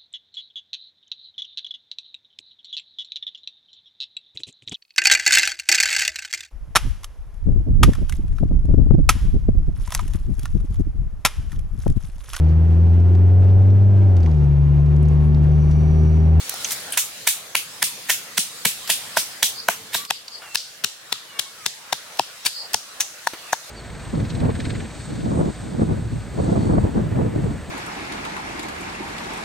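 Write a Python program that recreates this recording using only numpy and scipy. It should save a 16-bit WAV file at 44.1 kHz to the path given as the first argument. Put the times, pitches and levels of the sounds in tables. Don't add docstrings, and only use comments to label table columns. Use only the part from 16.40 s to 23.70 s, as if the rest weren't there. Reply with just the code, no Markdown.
import sys
import numpy as np
from scipy import signal
from scipy.fft import rfft, irfft, next_fast_len
from scipy.io import wavfile
from scipy.ndimage import uniform_filter1d, map_coordinates

SR = 44100
rng = np.random.default_rng(int(sys.argv[2]) if len(sys.argv) > 2 else 0)


def dump(signal):
    limited = np.clip(np.atleast_2d(signal).T, -1, 1)
    pcm = np.round(limited * 32767).astype(np.int16)
    wavfile.write(sys.argv[1], SR, pcm)


N = 321930
TIME = np.arange(N) / SR
HIT_TIME = np.arange(-SR // 20, SR // 5) / SR

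# t/s, rumble/dB, murmur of the wood/dB, leaf hiss/dB
BACKGROUND_LEVELS = [(0, -51.5, -41.5, -34.5), (.48, -50, -39.5, -34.5), (.66, -56, -44.5, -40),
                     (3.1, -55, -43.5, -37), (3.62, -53.5, -45.5, -41), (3.72, -64, -48.5, -44.5),
                     (5.1, -60.5, -45, -43.5), (7.3, -60, -42, -40)]
# f/Hz, level/dB
RUMBLE_COLOUR = [(15, -56), (25, -38), (97, -1.5), (151, 0.5), (178, 0.5), (270, -2.5), (400, -6.5),
                 (520, 0.5), (880, -120)]
WOOD_COLOUR = [(180, -22), (300, -11), (551, -2), (929, -1.5), (1430, 0.5), (1910, 0), (2800, -6.5),
               (3640, -21), (6160, -120)]
LEAF_COLOUR = [(1290, -21), (2200, -3), (3970, 2.5), (4380, 1.5), (4840, 1), (5350, 0), (9480, -3),
               (13100, -8.5), (16000, -12)]
# f/Hz, likeness (1 = the same)
BACKGROUND_LIKENESS = [(40, 0.83), (150, 1), (400, 0.67), (1000, 0.52), (2500, 0.017), (10000, 0.042)]
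# t/s, length/s, start f/Hz, end f/Hz, level/dB, overtone/dB
BIRD_NOTES = [(3.149, 0.57, 455, 439, -58.5, -20), (3.567, 0.097, 1136, 1150, -41, -10),
              (4.005, 0.16, 2920, 2690, -49, -30), (4.808, 0.21, 3350, 2750, -52, -30),
              (4.86, 0.27, 1170, 1097, -53.5, 1), (5.166, 0.098, 1390, 1220, -48, -10),
              (7.043, 0.087, 2875, 2500, -45, -24), (7.22, .09, 3850, 3510, -52, -30)]
# peak t/s, half length/s, level/dB
BUZZ_CALLS = [(3.198, 0.034, -31.5), (3.697, 0.014, -37), (3.766, 0.029, -37.5), (3.95, 0.038, -37),
              (6.192, 0.052, -27.5)]
# f/Hz, level/dB
BUZZ_COLOUR = [(3300, -64), (4250, -0.5), (4600, 3), (4950, 3), (5300, -12), (6300, -52)]
# f/Hz, far level/dB, close level/dB
ECHO_COLOUR = [(150, -40, -34), (500, -21, -43), (1160, -16.5, -20), (1850, -13, -24), (2700, -3, -1),
               (4080, -1, 1.5), (7650, 1, 2), (15900, -0.5, -3.5)]
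# t/s, level/dB
RUSTLE_LEVELS = [(0, -54), (.18, -41), (.3, -29.5), (.42, -39.5), (.53, -48), (.62, -60), (.7, -100)]
# f/Hz, level/dB
RUSTLE_COLOUR = [(100, -16), (300, -14), (1000, -3), (2500, -4), (5000, 4), (10000, 4), (16000, -6)]
# t/s, level/dB, f/Hz, width/octaves, fall/s
SHORT_CRACKLES = [(.095, -12.5, 11000, 2.4, 0.0023), (.141, -25, 9000, 1.7, .002),
                  (.1412, -30, 750, 0.3, 0.0031), (.246, -18.5, 6150, .13, 0.0062),
                  (.248, -23, 2920, .3, 0.006), (.308, -21, 5970, 1.4, 0.014),
                  (.319, -20, 7700, 1.9, 0.016), (.523, -21.5, 9300, .22, 0.015),
                  (.523, -29.5, 3020, .18, 0.019), (.534, -27, 2740, 0.81, 0.013),
                  (2.475, -27, 3960, 2.3, 0.019), (3.651, -27.5, 4500, 0.89, .0035),
                  (3.881, -28, 4480, .38, .004), (4.02, -40.5, 1300, 0.89, 0.077),
                  (4.147, -19.5, 3900, 1.5, .006), (4.172, -25.5, 4730, 0.38, 0.052),
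                  (4.439, -19, 2600, 1.1, 0.0027), (5.773, -32, 3000, 1.5, .0025),
                  (6.0517, -20, 4000, 1.2, 0.0026), (6.334, -17, 5000, 2.4, .002),
                  (6.935, -30.5, 394, 0.31, 0.0084), (6.935, -28.5, 1380, 1.2, 0.011)]
# f/Hz, far likeness, close likeness
CRACKLE_LIKENESS = [(700, 1, 0.99), (2980, 0.91, 0.42), (6000, 0.56, 1), (11900, 0.61, 0.059)]
# f/Hz, far level/dB, close level/dB
LEFT_BOOST = [(200, 0.5, -1), (890, 1.5, 4), (2700, 0.5, 7), (5600, -3.5, 3.5), (12000, -3.5, 1)]
# f/Hz, far level/dB, close level/dB, fade/s (time to drop by 60 dB)
SOIL_TONES = [(124, -12, -3, 0.068), (164, 6.5, -7, 0.043), (203, -2.5, -9, 0.065), (404, 4, 3, 0.026)]
# f/Hz, far level/dB, close level/dB, fade/s, share of the hardness (0-1)
BOWL_TONES = [(352, -23, -16, 0.017, 0), (681, 7.5, -24, 0.026, 0.66), (808, -34, 12.5, 0.012, 0.22),
              (903, 5, 1.5, 0.029, 0.35), (975, 8, 3.5, 0.021, 0.72), (1512, 15, 9.5, 0.011, 0.83),
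              (1690, -3, 15, 0.0097, 0.77), (3430, -31, -27, 0.1, 0.5), (3740, -43, -32, 0.11, 0.6),
              (4150, -20, -26, 0.085, 0.36)]
# f/Hz, sharpness (Q), far boost/dB, close boost/dB
MOUTH_PEAKS = [(1717, 4.2, 3.5, 5), (3620, 10.4, 1, 5.5)]
# f/Hz, far level/dB, close level/dB
PULP_COLOUR = [(100, -35, -12), (540, -18.5, -20), (970, -2.5, -5), (1174, -12, -12), (1510, 1, -6.5),
               (2650, -0.5, -2.5), (3460, -5, -8), (5230, -7.5, -3.5), (6760, -5.5, -5.5), (9700, -6.5, -6),
               (13100, -8, -11.5), (16100, -13.5, -15)]
# t/s, crush level/dB, rise/s, fall/s, pulp body/dB, air gap f/Hz, thud level/dB
PESTLE_STROKES = [(.575, -9, 0.00042, 0.0083, -3.5, 6060, -46),
                  (.875, -7.5, 0.0018, 0.0064, -5.5, 1740, -42),
                  (1.1531, -6.5, 0.00056, 0.0028, 2, 2600, -38),
                  (1.428, -6.5, 0.0021, 0.0018, 1.5, 3470, -31),
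                  (1.7008, -10, 0.0048, 0.0074, -4.5, 1840, -38),
                  (1.981, -8, .0029, .0024, -3.5, 5860, -24.5), (2.2542, -5, 0.0005, 0.0031, -4, 2230, -19),
                  (2.5027, -10, 0.0039, 0.0066, -10.5, 2850, -36),
                  (2.774, -12.5, .0038, 0.008, -8.5, 4930, -28.5),
                  (3.0286, -6.5, 0.0004, 0.0063, -9.5, 3550, -30),
                  (3.286, -10, 0.00043, 0.0026, -6, 2250, -27),
                  (3.5496, -15.5, .0081, 0.0066, -4, 3700, -30.5),
                  (3.7074, -7.5, 0.00046, 0.0019, 0.5, 3500, -33),
                  (4.1563, -7, 0.00075, 0.0018, -5.5, 4300, -46),
                  (4.4454, -6, 0.00047, 0.0021, -1.5, 4100, -27),
                  (4.726, -8, 0.00032, 0.0023, -1.5, 3760, -30),
                  (4.9944, -8.5, 0.00022, 0.0034, -5.5, 3340, -35),
                  (5.2624, -8.5, .00036, 0.0034, -9, 3740, -28.5),
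                  (5.5298, -7, 0.0005, 0.0014, -7, 1600, -27),
                  (5.7951, -7, 0.00067, 0.0013, -13, 2660, -23),
                  (6.0645, -10.5, .0046, .0087, -3.5, 4420, -33),
                  (6.3435, -6, .0006, 0.0027, -8, 5170, -23), (6.6057, -9, .0004, 0.0086, -5, 6330, -41),
                  (6.8727, -13.5, 0.00026, 0.0022, -17, 4280, -46),
                  (7.1292, -15.5, 0.00049, 0.0067, -2, 6300, -58)]
# t/s, level/dB, hardness/dB
STONE_KNOCKS = [(1.427, -28, 8), (2.494, -21.5, -5), (2.7694, -8, 10), (3.2859, -5.5, 9),
                (3.5485, -20.5, -9), (3.7087, -16.5, -15), (5.2604, -26, -3), (5.527, -13, -16),
                (5.7955, -6.5, -33), (6.3441, -13, -11), (6.8711, -8.5, -1), (7.1307, -7.5, -11)]

CLOSE_FROM_S = 3.67
LEFT_LEAD_S = (-0.0000021, 0.000035)
LEAD_IN_S = (0.0025, 0.0038)
FIZZ_DB, FIZZ_DB_PER_S = (2, -3), (-1.3, 0.5)
FIZZ_DB_PER_DOUBLING, USUAL_FALL_S = (0.5, 2), 0.0034
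QUIET_KNOCK_DB, QUIET_HARDNESS_DB = (-25.5, -30.5), (0.5, 8.5)
ECHO_DB, ECHO_DB_PER_S = (0, -8.5), (0, -0.33)
DRIFT_ZERO_S = (0.5, 2.8)


def amp(db):
    return 10 ** (np.asarray(db) / 20)


def unit(x):
    return x / np.sqrt(np.mean(x ** 2) + 1e-20)


def along(points, hz, column=0):
    f, *values = np.transpose(points)
    return np.interp(np.log(hz + 1), np.log(f), values[column])


def curves(rows):
    s, *columns = np.transpose(rows)
    return [np.interp(TIME, s, c) for c in columns]


def wobble(rate, size):
    points = rng.standard_normal(int(size * rate / SR) + 4)
    return map_coordinates(points, [np.arange(size) * rate / SR])


def filtered(x, response):
    n = x.shape[-1]
    padded = next_fast_len(n + 4096)
    return irfft(rfft(x, padded) * response(np.fft.rfftfreq(padded, 1 / SR)), padded)[..., :n]


def coloured(x, table, column=0):
    return filtered(x, lambda hz: amp(along(table, hz, column)))


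def resonance(hz, centre_hz, q, db):
    return 1 + (amp(db) - 1) / (1 + 1j * q * (hz / centre_hz - centre_hz / (hz + 1)))


def spread(pair, likeness, column=0):
    turn = lambda hz: np.arccos(np.clip(along(likeness, hz, column), -1, 1)) / 2
    mid, side = filtered(pair, lambda hz: np.array([np.cos(turn(hz)), np.sin(turn(hz))]))
    return np.array([mid + side, mid - side])


def add(track, s, sound):
    start = round(s * SR)
    part = sound[..., :N - start]
    track[:, start:start + part.shape[-1]] += part


def crackle(size, clump_db):
    return unit(rng.standard_normal((2, size)) * amp(clump_db * wobble(3000, size)))


def rush(colour, patchy_db):
    grid = signal.stft(rng.standard_normal((2, N)), nperseg=512)[2]
    patches = uniform_filter1d(rng.standard_normal(grid.shape[1:]), size=4, axis=0)
    patches = uniform_filter1d(patches, size=14, axis=1)
    pair = signal.istft(grid * amp(patchy_db * unit(patches)), nperseg=512)[1][:, :N]
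    return unit(coloured(spread(pair, BACKGROUND_LIKENESS), colour))


def background(drift_db=0.93, flutter_db=1.36, dip_db=-19, dip_s=0.0092):
    rumble_db, wood_db, leaf_db = curves(BACKGROUND_LEVELS)
    rumble = amp(rumble_db + drift_db * wobble(5, N)) * rush(RUMBLE_COLOUR, patchy_db=-1.0)
    wood = amp(wood_db + drift_db * wobble(2.67, N)) * rush(WOOD_COLOUR, patchy_db=2.5)
    leaves = amp(leaf_db + flutter_db * wobble(3.77, N)) * rush(LEAF_COLOUR, patchy_db=2.5)
    dip = amp(dip_db * np.exp(-((TIME - CLOSE_FROM_S - dip_s) / dip_s) ** 2))
    return dip * (rumble + wood + leaves)


def bird_notes(blur_s=0.23, clear_share=0.81):
    track = np.zeros((2, N))
    for s, length, start_hz, end_hz, db, overtone_db in BIRD_NOTES:
        progress = np.linspace(0, 1, round(length * SR))
        glide_hz = end_hz + (start_hz - end_hz) * (1 - progress) ** 2
        hz = glide_hz * (1 + 0.0093 * wobble(125, len(progress)))
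        phase = 2 * np.pi * np.cumsum(hz) / SR
        swell = np.sqrt(2 * np.abs(np.sin(np.pi * progress))) * amp(db + 3.8 * wobble(53, len(progress)))
        add(track, s, swell * (np.sin(phase) + amp(overtone_db) * np.sin(2 * phase)))
    paths = rng.standard_normal((2, SR // 4)) * amp(-60 * np.arange(SR // 4) / SR / blur_s)
    blurred = signal.fftconvolve(track, paths / np.linalg.norm(paths[0]), axes=1)[:, :N]
    return np.sqrt(clear_share) * track + np.sqrt(1 - clear_share) * blurred


def bird_buzz():
    buzz = unit(coloured(rng.standard_normal((2, N)), BUZZ_COLOUR))
    calls = sum(amp(db) / np.cosh(np.minimum(1.53 * np.abs(TIME - s) / half_length, 20))
                for s, half_length, db in BUZZ_CALLS)
    return buzz * calls * amp(1.9 * wobble(107, N))


def tree_echo(sound, close):
    t = np.arange(SR // 2) / SR
    swell = np.clip((t - 0.0064) / 0.0054, 0, 1)
    fade = amp(-60 * t / (0.52 if close else 0.25)) + amp(-28.5 - 60 * t / 0.75)
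    answer = (swell * fade) ** 2
    power = np.abs(signal.fftconvolve(np.mean(sound ** 2, axis=0), answer / answer.sum()))
    bins, density = signal.welch(sound, SR, nperseg=96, detrend=False)
    colour = lambda hz: np.sqrt(np.interp(hz, bins, density.mean(axis=0)))
    scatter = unit(filtered(rng.standard_normal((2, len(power))), colour))
    return coloured(scatter * np.sqrt(power), ECHO_COLOUR, close)


def herb_rustle():
    return amp(curves(RUSTLE_LEVELS)[0]) * unit(coloured(crackle(N, clump_db=5.5), RUSTLE_COLOUR))


def short_crackles(rise_s=0.0005, echo_db=-13.5):
    track = np.zeros((2, N))
    for s, db, pitch_hz, width, fall in SHORT_CRACKLES:
        close = int(s > CLOSE_FROM_S)
        band = lambda hz: 1 / (1 + (np.log2((hz + 1) / pitch_hz) / width) ** 2)
        envelope = np.exp(-np.abs(HIT_TIME) / np.where(HIT_TIME < 0, rise_s, fall))
        bursts = spread(crackle(len(HIT_TIME), clump_db=-0.5), CRACKLE_LIKENESS)
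        sound = amp(db) * envelope * unit(filtered(bursts, band))
        add(track, s + HIT_TIME[0], sound)
        add(track, s + HIT_TIME[0], amp(echo_db) * tree_echo(sound, close))
    return track


def placed(pair, close):
    sides = np.array([[0.5], [-0.5]])
    balance = lambda hz: amp(along(LEFT_BOOST, hz, close) * sides)
    time_shift = lambda hz: np.exp(2j * np.pi * hz * LEFT_LEAD_S[close] * sides)
    return filtered(pair, lambda hz: balance(hz) * time_shift(hz))


def small_bowl(x, corner_hz=110):
    return filtered(x, lambda hz: (1j * hz / (corner_hz + 1j * hz)) ** 2)


def thud(close, attack_s=0.005):
    t = np.maximum(HIT_TIME - (0.001 if close else 0.003), 0)
    soil = 0
    for hz, far_db, close_db, fade_s in SOIL_TONES:
        db = close_db if close else far_db
        pitch_hz = hz * (1 + 0.074 * rng.standard_normal())
        soil = soil + amp(db - 60 * t / fade_s) * np.sin(2 * np.pi * pitch_hz * t)
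    return soil * (1 - np.exp(-t / attack_s))


def knock(delay_s, hardness_db, close, attack_s=0.0021):
    t = np.maximum(HIT_TIME - delay_s, 0)
    ring = 0
    for hz, far_db, close_db, fade_s, share in BOWL_TONES:
        db = (close_db if close else far_db) + share * hardness_db + rng.normal(0, 1)
        pitch_hz = hz * (1 + 0.02 * rng.standard_normal())
        ring = ring + amp(db - 60 * t / fade_s) * np.sin(2 * np.pi * pitch_hz * t)
    ring = ring * (1 - np.exp(-t / attack_s))
    strength = np.sqrt(np.sum(ring ** 2) / (0.002 * SR))
    return placed(np.array([ring, ring]) / strength, close)


def crush(rise, fall, body_db, fizz_db, gap_hz, close, ripple_db=1.5):
    t = HIT_TIME
    landing = np.exp(-np.abs(t) / np.where(t < 0, rise, fall))
    lead_s = LEAD_IN_S[close] + 1.7 * rise
    lead_in = 0.21 * (t < 0) / (1 + np.abs(t / lead_s) ** 6)
    envelope = np.hypot(landing, lead_in)
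    ripple = np.transpose([np.geomspace(600, 16000, num=44), ripple_db * rng.standard_normal(44)])
    stroke = [(700, body_db / 2), (1800, body_db), (3200, 0), (5500, 0), (9000, fizz_db)]
    pulp = lambda hz: amp(along(PULP_COLOUR, hz, close) + along(stroke, hz) + along(ripple, hz))
    gap = lambda hz: resonance(hz, gap_hz, q=9, db=6)
    mouth = lambda hz: np.prod([resonance(hz, f, q, db[close]) for f, q, *db in MOUTH_PEAKS], axis=0)
    bursts = spread(crackle(len(t), clump_db=3.0), CRACKLE_LIKENESS, close)
    crunch = filtered(bursts * envelope, lambda hz: pulp(hz) * gap(hz) * mouth(hz))
    return unit(placed(crunch, close)) * np.sqrt(np.mean(envelope ** 2))


def pounding(knock_lead_s=0.004005):
    track = np.zeros((2, N))
    for s, db, rise, fall, body_db, gap_hz, thud_db in PESTLE_STROKES:
        close = int(s > CLOSE_FROM_S)
        elapsed = s - DRIFT_ZERO_S[close]
        wetness_db = FIZZ_DB_PER_DOUBLING[close] * np.log2(fall / USUAL_FALL_S)
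        fizz_db = FIZZ_DB[close] + FIZZ_DB_PER_S[close] * elapsed + wetness_db
        pulp = amp(db) * crush(rise, fall, body_db, fizz_db, gap_hz, close)
        quiet_knock = amp(QUIET_KNOCK_DB[close]) * knock(-knock_lead_s, QUIET_HARDNESS_DB[close], close)
        add(track, s + HIT_TIME[0], pulp + quiet_knock + amp(thud_db) * thud(close))
        echo_db = ECHO_DB[close] + ECHO_DB_PER_S[close] * elapsed
        add(track, s + HIT_TIME[0], amp(echo_db) * tree_echo(pulp + quiet_knock, close))
    for s, db, hardness_db in STONE_KNOCKS:
        close = int(s > CLOSE_FROM_S)
        stone = amp(db) * knock(0, hardness_db, close)
        add(track, s + HIT_TIME[0], stone)
        add(track, s + HIT_TIME[0], amp(ECHO_DB[close]) * tree_echo(stone, close))
    return track


def scene():
    mortar = small_bowl(pounding()) + herb_rustle() + short_crackles()
    return mortar + bird_notes() + bird_buzz() + background()


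def gain_control(x, treble_hz=2500, above_db=-22.5, share=0.5, attack_s=0.047, recover_db_per_s=24):
    treble = filtered(x, lambda hz: hz / np.hypot(hz, treble_hz))
    power = uniform_filter1d(np.mean(treble ** 2, axis=0), size=128)
    level_db = 10 * np.log10(np.abs(power) + 1e-12)
    wanted_db = share * np.maximum(level_db - above_db, 0) * (TIME > CLOSE_FROM_S)
    recovery_db = recover_db_per_s * TIME
    down_db = np.maximum.accumulate(wanted_db + recovery_db) - recovery_db
    smoothing = np.exp(-1 / (attack_s * SR))
    return x * amp(-signal.lfilter([1 - smoothing], [1, -smoothing], down_db))


def record(dry, top_hz=15950):
    ducked = gain_control(dry)
    rounded = ducked / (1 + np.abs(ducked) ** 6) ** (1 / 6)
    return filtered(rounded, lambda hz: hz < top_hz)


dry = scene()
out = record(dry)
dump(out)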